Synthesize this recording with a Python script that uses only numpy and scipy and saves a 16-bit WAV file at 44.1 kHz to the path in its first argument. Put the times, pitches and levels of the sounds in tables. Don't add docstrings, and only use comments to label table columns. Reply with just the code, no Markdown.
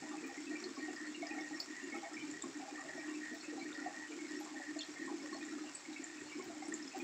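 import sys
import numpy as np
from scipy import signal
from scipy.fft import rfft, irfft, next_fast_len
from scipy.io import wavfile
from scipy.ndimage import uniform_filter1d

SR = 44100
rng = np.random.default_rng(int(sys.argv[2]) if len(sys.argv) > 2 else 0)


def persist_wave(psi):
    counts = np.round(np.clip(psi, -1, 1) * 32767).astype(np.int16)
    wavfile.write(sys.argv[1], SR, np.atleast_2d(counts).T)


N = 310023

# start_s, level_db, pitch_hz
KNOCK_DROPS = [(0.026, -48.0, 787), (0.138, -46.5, 808.1), (0.292, -49, 793), (0.512, -51.5, 690),
               (0.769, -48.5, 1100), (0.882, -46, 744), (1.227, -41, 677), (1.316, -46.5, 820),
               (1.378, -44, 762), (1.509, -50, 820), (1.576, -52.5, 1109), (1.94, -43.5, 805),
               (2.031, -43.5, 794), (2.056, -45.5, 673.3), (2.437, -47, 1086), (2.627, -44.5, 777),
               (2.68, -43, 794), (2.793, -49, 777), (2.847, -50.5, 660), (2.89, -49.5, 618),
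               (2.977, -45.5, 648.2), (3.336, -52, 665), (3.525, -48, 464.5), (3.578, -47.5, 767),
               (3.816, -51, 794.3), (3.86, -37.5, 729), (3.977, -56.5, 776.5), (4.409, -49, 820),
               (4.54, -50, 797.5), (4.599, -50, 752), (4.761, -47, 650), (5.076, -48, 1079),
               (5.099, -47.5, 814), (5.326, -45.5, 1096), (5.347, -46.5, 645), (5.639, -50.5, 807),
               (5.904, -57, 797), (6.395, -48, 1083), (6.499, -47.5, 679.4), (6.623, -45, 775.3),
               (6.946, -42, 769)]
# start_s, level_db, pitch_hz
PLINK_DROPS = [(0.178, -55, 2580), (0.239, -49, 2399), (0.377, -49, 2100), (0.467, -54.5, 2600),
               (0.512, -52, 1835), (0.554, -46.8, 2350), (0.787, -53, 2340), (0.827, -45, 1880),
               (1.145, -48, 2811), (1.221, -47, 2216), (1.306, -49, 2460), (1.308, -55.5, 2661),
               (1.347, -56, 1400), (1.384, -48, 2185), (1.535, -45.5, 1862), (1.762, -45.5, 1950),
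               (1.92, -46, 2200), (1.946, -49.5, 1303), (1.96, -47.5, 2210), (2.039, -50.5, 2200),
               (2.116, -56, 1320), (2.167, -44.5, 2318), (2.196, -55.5, 3040), (2.211, -48.5, 2360),
               (2.699, -59, 2430), (2.995, -51.5, 2324), (3.038, -53.5, 1690), (3.137, -54.5, 2344),
               (3.148, -55, 2640), (3.23, -45.5, 1857), (3.254, -46, 1820), (3.443, -50.5, 2575),
               (3.611, -47.5, 2280), (3.688, -62, 2380), (4.08, -59.5, 3000), (4.12, -51.5, 2325),
               (4.186, -50, 2210), (4.25, -51.5, 2210), (4.957, -53, 2106), (5.017, -46, 1900),
               (5.198, -54, 2220), (5.406, -53, 2460), (5.489, -58, 2380), (5.582, -53, 1260),
               (5.849, -53, 2220), (5.961, -46, 2240), (5.962, -53, 2603), (6.179, -52.5, 2550),
               (6.318, -49.5, 2290), (6.407, -51.5, 2215), (6.621, -53, 2120), (6.915, -51.5, 2560),
               (7.0, -48.5, 2460)]


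def from_db(db):
    return 10 ** (np.asarray(db) / 20)


def rms_one(x):
    return x / np.sqrt(np.mean(x ** 2) + 1e-20)


def bandpass(x, band_hz, order):
    return signal.sosfilt(signal.butter(order, band_hz, "band", fs=SR, output="sos"), x)


def coloured(x, spectrum):
    hz, db = np.transpose(spectrum)
    size = next_fast_len(N + 4096)
    bins_hz = np.maximum(np.arange(size // 2 + 1) * SR / size, 1)
    curve = from_db(np.interp(np.log(bins_hz), np.log(hz), db))
    return rms_one(irfft(rfft(x, size) * curve, size)[:N])


def drops(per_s, spread_db):
    sizes = from_db(spread_db * np.minimum(rng.exponential(1, N), 5)) * rng.choice([-1, 1], N)
    return sizes * (rng.random(N) < per_s / SR)


def ring(clicks, hz, t60_s):
    decay, angle = from_db(-60 / (t60_s * SR)), 2 * np.pi * hz / SR
    return signal.lfilter([.5, 0, -.5], [1, -2 * decay * np.cos(angle), decay * decay], clicks + 1e-18)


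def pings(band_hz, per_s, spread_db, cycles):
    pitches = np.geomspace(*band_hz, num=24) * np.exp(0.03224 * rng.normal(size=24))
    hits = drops(per_s, spread_db)
    pitch_index = rng.integers(0, len(pitches), N)
    rings = sum(ring(hits * (pitch_index == k), hz, cycles / hz) for k, hz in enumerate(pitches))
    return rms_one(bandpass(rings, band_hz, order=3))


def pelted(modes, per_s, spread_db, steady_s, band_hz):
    hits = drops(per_s, spread_db)
    body = sum(ring(hits * rng.standard_normal(N) * from_db(db), hz, t60_s) for hz, db, t60_s in modes)
    body = rms_one(bandpass(body, band_hz, order=2))
    width = max(int(steady_s * SR), 2)
    power = uniform_filter1d(uniform_filter1d(body ** 2, width), width)
    return body / np.sqrt(np.abs(power) + 0.065)


def bursts(rows, attack_s, release_s, floor_db):
    t = np.arange(0, N, 32) / SR
    power = np.full(len(t), from_db(floor_db) ** 2)
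    for start_s, db, hold_s in rows:
        rise = np.clip((t - start_s) / attack_s, 0, 1)
        fall_db = 60 * np.clip((t - start_s - hold_s) / release_s, 0, 2)
        power += (rise * from_db(db - fall_db)) ** 2
    return np.interp(np.arange(N) / SR, t, np.sqrt(power))


def droplet_strings(hits, share_db, hold_s, release_s, floor_db):
    lead_s = 0.028
    rows = [(start_s - lead_s, db + share_db, hold_s) for start_s, db, _ in hits]
    return bursts(rows, attack_s=0.047, release_s=release_s, floor_db=floor_db)


def struck(rows, rise_s, t60_s, tail_db, tail_t60_s, scatter):
    out, t = np.zeros(N + SR), np.arange(SR // 4) / SR
    swell = 1 - np.exp(-(t / rise_s) ** 2)
    for start_s, db, hz in rows:
        near_hz = hz * np.exp(scatter * rng.normal(size=(8, 1)))
        cluster = np.mean(np.sin(2 * np.pi * (near_hz * t + rng.random(size=(8, 1)))), axis=0)
        tail = from_db(tail_db - 60 * t / tail_t60_s) * cluster
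        main = np.sin(2 * np.pi * hz * t) * from_db(-60 * t / t60_s)
        at = max(int((start_s - rise_s / 2) * SR), 0)
        out[at:at + len(t)] += from_db(db) * swell * (main + tail)
    return out[:N]


def splatter(rows, width, rise_s, crack_db, tail_db, tail_t60_s, top_hz):
    out, t = np.zeros(N + SR), np.arange(SR // 4) / SR
    crack = from_db(crack_db) * np.exp(-np.abs(t - rise_s) / 0.0007)
    tail = np.minimum(t / rise_s, 1) * from_db(tail_db - 60 * t / tail_t60_s)
    for start_s, db, hz in rows:
        band_hz = (hz * np.exp(-width / 2), min(hz * np.exp(width), top_hz))
        noise = bandpass(rng.standard_normal(len(t)), band_hz, order=2)
        hiss = rms_one(bandpass(noise, band_hz, order=2))
        at = int(start_s * SR)
        out[at:at + len(t)] += from_db(db) * (crack + tail) * hiss
    return out[:N]


def puddle():
    # frequency_hz, level_db
    splash_eq = [(40, -18), (110, -3.5), (200, -4), (450, -2.5), (900, 3), (1500, 6), (2400, 4), (3100, -2),
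                 (4300, 0.5), (5400, 2), (6100, 0.5), (7600, 5.5), (8400, -8.5), (9500, -19), (12500, -28),
                 (15000, -25.5)]
    far = coloured(rng.standard_normal(N), splash_eq)
    near = coloured(drops(per_s=5000, spread_db=2.3), splash_eq)
    bigger = np.abs(drops(per_s=260, spread_db=1.6))
    crowns = signal.lfilter([1], [1, -np.exp(-1 / (0.00091 * SR))], bigger)
    splats = coloured(crowns * rng.standard_normal(N), splash_eq)
    return from_db(-60.5) * far + from_db(-61) * near + from_db(-62) * splats


def droplets():
    # pitch_hz, level_db, t60_s
    edge_modes = [(2772, -2, 0.031), (3350, -10.5, 0.061), (3671, -22, 0.061), (4327.9, -4.5, 0.061),
                  (5470, -2.5, 0.061), (5903, -20.5, 0.022)]
    plops = pings((443.54, 2767), per_s=70, spread_db=4.0, cycles=40.1)
    fizz = pings((2829.1, 7760), per_s=130, spread_db=3.0, cycles=80)
    edges = sum(ring(drops(per_s=30, spread_db=5.5) * from_db(db), hz, t60_s)
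                for hz, db, t60_s in edge_modes)
    edges = rms_one(bandpass(edges, (1800, 7800), order=3))
    return from_db(-63.5) * plops + from_db(-71) * fizz + from_db(-69) * edges


def bubbles():
    drips = from_db(-72.5) * pings((5100, 5950), per_s=18, spread_db=2.5, cycles=213.6)
    pips = from_db(-70) * pings((6553.3, 8100), per_s=32, spread_db=2.0, cycles=43)
    high_mist = from_db(-99) * pings((13700, 15300), per_s=16, spread_db=3.0, cycles=600)
    low_mist = from_db(-100) * pings((10000, 11700), per_s=8, spread_db=5.0, cycles=400)
    return drips + pips + high_mist + low_mist


def panel_drumming():
    # start_s, level_db, hold_s
    gushes = [(0.0, -41, 0.012), (0.085, -47, 0.065), (0.166, -48.0, 0.02704), (0.215, -47.5, 0.054),
              (0.364, -48.5, 0.11), (0.483, -44, 0.064), (0.613, -46, 0.08475), (0.769, -46.5, 0.14677),
              (1.0, -47.5, 0.02368), (1.07, -42.5, 0.018), (1.161, -46.5, 0.07542), (1.301, -46.5, 0.1277),
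              (1.496, -46.5, 0.04951), (1.672, -49.5, 0.048), (1.813, -48, 0.06603), (1.921, -46.0, 0.054),
              (2.105, -49.5, 0.057), (2.215, -46.5, 0.058), (2.282, -50, 0.052), (2.429, -46.0, 0.035),
              (2.552, -44.5, 0.03), (2.709, -49.5, 0.056), (2.84, -53, 0.02748), (2.945, -48.5, 0.04695),
              (3.04, -45.5, 0.17), (3.292, -48, 0.037), (3.36, -57.5, 0.11), (3.471, -47.5, 0.16),
              (3.641, -48.5, 0.067), (3.773, -48.0, 0.0955), (3.958, -50.5, 0.04273), (4.078, -48.5, 0.11),
              (4.208, -46.5, 0.04), (4.298, -46.0, 0.12173), (4.502, -49.5, 0.09), (4.674, -45.0, 0.09734),
              (4.881, -48.5, 0.01794), (4.987, -47, 0.14), (5.095, -45, 0.0653), (5.19, -49, 0.08475),
              (5.31, -44.5, 0.02192), (5.38, -48, 0.1234), (5.518, -45, 0.063), (5.601, -48, 0.052),
              (5.861, -49.0, 0.0653), (5.984, -45.5, 0.0109), (6.07, -53.5, 0.11), (6.2, -55.5, 0.1),
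              (6.346, -45, 0.04957), (6.457, -48, 0.03283), (6.536, -50.5, 0.1157), (6.675, -44.5, 0.07),
              (6.794, -49, 0.057), (6.955, -45.5, 0.1467)]
    # pitch_hz, level_db, t60_s
    panel_modes = [(178.5, -14.5, 0.094), (230.4, -18, 0.37), (271.4, -7.5, 0.25), (303.6, -1, 0.35),
                   (336.7, -7.5, 0.27307), (368.3, -10, 0.19), (387.99, -28, 0.048)]
    flow = bursts(gushes, attack_s=0.013, release_s=0.32, floor_db=-65.5)
    drum = pelted(panel_modes, per_s=110, spread_db=1.5, steady_s=0.043, band_hz=(212, 422.52))
    return from_db(1.0352) * flow * drum


def sheet_rattle():
    # start_s, level_db, hold_s
    gushes = [(0.0, -59, 0.11), (0.214, -57.5, 0.14554), (0.499, -54, 0.05204), (0.587, -58.5, 0.0923),
              (0.795, -56.5, 0.1356), (0.954, -52, 0.12775), (1.253, -52.5, 0.23), (1.522, -53, 0.01417),
              (1.68, -55.5, 0.16), (1.749, -67, 0.01775), (1.876, -56, 0.098), (2.035, -55, 0.0362),
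              (2.13, -53, 0.01439), (2.317, -55.0, 0.07), (2.541, -58.0, 0.04023), (2.741, -51.5, 0.07343),
              (2.869, -51, 0.0784), (2.964, -54, 0.14), (3.204, -52.5, 0.14), (3.49, -54, 0.03),
              (3.646, -55.0, 0.026), (3.74, -52.5, 0.1518), (3.932, -52.0, 0.12805), (4.289, -53, 0.084),
              (4.553, -52.0, 0.15), (4.736, -60.5, 0.13745), (4.96, -52.5, 0.11), (5.245, -56, 0.10955),
              (5.413, -51.5, 0.01895), (5.476, -51.5, 0.0147), (6.009, -58.5, 0.1419),
              (6.185, -57, 0.03408), (6.711, -48.5, 0.0153), (6.787, -55.5, 0.01326)]
    # pitch_hz, level_db, t60_s
    sheet_modes = [(1780, -2.5, 0.029), (1812, -4.5, 0.081), (1880, -1, 0.088), (1924, -8.5, 0.11)]
    flow = bursts(gushes, attack_s=0.013, release_s=0.14, floor_db=-68)
    tin = pelted(sheet_modes, per_s=260, spread_db=-1.3, steady_s=0.03354, band_hz=(1680, 2054))
    return from_db(1) * flow * tin


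def thin_metal_trickle():
    # pitch_hz, level_db, t60_s
    thin_modes = [(2150, 6.5, 0.12), (2210, 2.5, 0.083), (2304, 7.5, 0.044), (2330, -11, 0.12),
                  (2390, 5, 0.05785), (2600, 3.5, 0.051)]
    flow = droplet_strings(PLINK_DROPS, share_db=-16, hold_s=0.027, release_s=0.4069, floor_db=-68)
    return flow * pelted(thin_modes, per_s=120, spread_db=1.0, steady_s=0.18, band_hz=(2122.2, 2825.8))


def roof():
    # start_s, level_db, hold_s
    booms = [(0.0, -71.5, .05), (2.185, -68.5, 0.3411), (2.84, -72, 0.1455), (3.68, -72, .06),
             (6.205, -59, 0.021), (6.45, -65, .03)]
    # frequency_hz, level_db
    rumble_eq = [(20, -16.5), (50, -43.5), (70, -8), (110, -0.5), (160, 8), (220, -1), (400, 13.5),
                 (1000, -68)]
    # pitch_hz, level_db, t60_s
    roof_modes = [(460.5, -34, 0.061), (514.52, -5, 0.0927), (643.3, -2, 0.2623), (669, -15, 0.086),
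                  (720, 6, 0.045), (801, 7, 0.073), (834.05, -14, 0.15), (1135, -6.5, 0.1396)]
    swell = bursts(booms, attack_s=0.008, release_s=0.3115, floor_db=-78.5)
    rumble = coloured(drops(per_s=1500, spread_db=1.2), rumble_eq)
    flow = droplet_strings(KNOCK_DROPS, share_db=-12.5, hold_s=0.058, release_s=0.33, floor_db=-71.5)
    patter = pelted(roof_modes, per_s=160, spread_db=1.5, steady_s=0.052, band_hz=(456, 1153.2))
    return from_db(7) * swell * rumble + flow * patter


def knocks():
    hits = struck(KNOCK_DROPS, rise_s=0.004, t60_s=0.094, tail_db=-12.5, tail_t60_s=0.41, scatter=0.12)
    return from_db(5) * hits


def ticks():
    # start_s, level_db, pitch_hz
    tick_drops = [(0.09, -51, 7200), (0.6, -51, 5733), (0.638, -55, 5500), (0.638, -55, 4860),
                  (0.638, -45.5, 4320), (0.76, -53.5, 5170), (0.96, -52.5, 5042), (1.267, -49, 5070),
                  (1.408, -52, 5420), (1.599, -52, 7200), (1.6, -40.5, 4440), (1.6, -44, 5090),
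                  (1.837, -54, 7100), (2.138, -53.5, 5290), (2.31, -49, 7300), (2.42, -54, 3630),
                  (2.42, -45, 7660), (2.807, -55, 7160), (3.592, -54, 4080), (3.726, -54, 3670),
                  (3.748, -54.5, 4630), (4.447, -51.5, 7536), (4.788, -50.5, 7000), (4.789, -45.5, 4310),
                  (4.806, -46, 3530), (4.815, -46.5, 3250), (4.81, -49, 5389), (4.83, -50, 4204),
                  (5.428, -54.5, 3674), (5.448, -52, 7360), (5.749, -54.5, 4530), (5.749, -40.5, 7954),
                  (5.93, -55, 3840), (6.039, -45.5, 7330), (6.68, -50.5, 8099), (6.737, -44.5, 7060),
                  (6.738, -44, 7540), (6.824, -52, 5170), (6.876, -49.5, 5143)]
    rings = struck(tick_drops, rise_s=0.003, t60_s=0.057, tail_db=-7, tail_t60_s=0.14, scatter=0.067)
    splats = splatter(tick_drops, width=0.13918, rise_s=0.00373, crack_db=3.5,
                      tail_db=-18.5, tail_t60_s=0.2782, top_hz=7554.7)
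    return from_db(6.5) * rings + from_db(1) * splats


def plinks():
    hits = struck(PLINK_DROPS, rise_s=0.004, t60_s=0.098, tail_db=-1, tail_t60_s=0.24, scatter=0.04)
    return from_db(6) * hits


def spray():
    # start_s, level_db, pitch_hz
    spray_bubbles = [(0.263, -59, 15060), (1.599, -54.5, 14400), (3.339, -59, 14640), (4.399, -56, 11400),
                     (5.019, -73.5, 14440), (6.438, -61, 15090), (6.98, -58, 14170)]
    glints = struck(spray_bubbles, rise_s=0.00405, t60_s=0.0196,
                    tail_db=0, tail_t60_s=0.0897, scatter=0.037)
    hiss = splatter(spray_bubbles, width=0.13, rise_s=0.0033, crack_db=-2,
                    tail_db=-13, tail_t60_s=0.14, top_hz=15500)
    return from_db(-3) * glints + from_db(-0.5) * hiss


def shelter_echo(x, t60_s=0.19, build_s=0.0055):
    t = np.arange(SR // 2) / SR
    build = 1 - np.exp(-(t / build_s) ** 2)
    echoes = rng.standard_normal(len(t)) * from_db(-60 * t / t60_s) * build
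    return signal.fftconvolve(x, echoes / np.linalg.norm(echoes))[:N]


def scene():
    fat = knocks() + ticks() + plinks() + spray()
    small = droplets()
    echo = shelter_echo(from_db(-9.5) * fat + small)
    water = puddle() + bubbles()
    runoff = panel_drumming() + sheet_rattle() + thin_metal_trickle()
    return (water + runoff + roof() + fat + from_db(-7) * small + echo)[None]


def record(dry):
    cutoff_hz = 15600
    return signal.sosfilt(signal.ellip(10, .1, 70, cutoff_hz, fs=SR, output="sos"), dry)


dry = scene()
out = record(dry)
persist_wave(out)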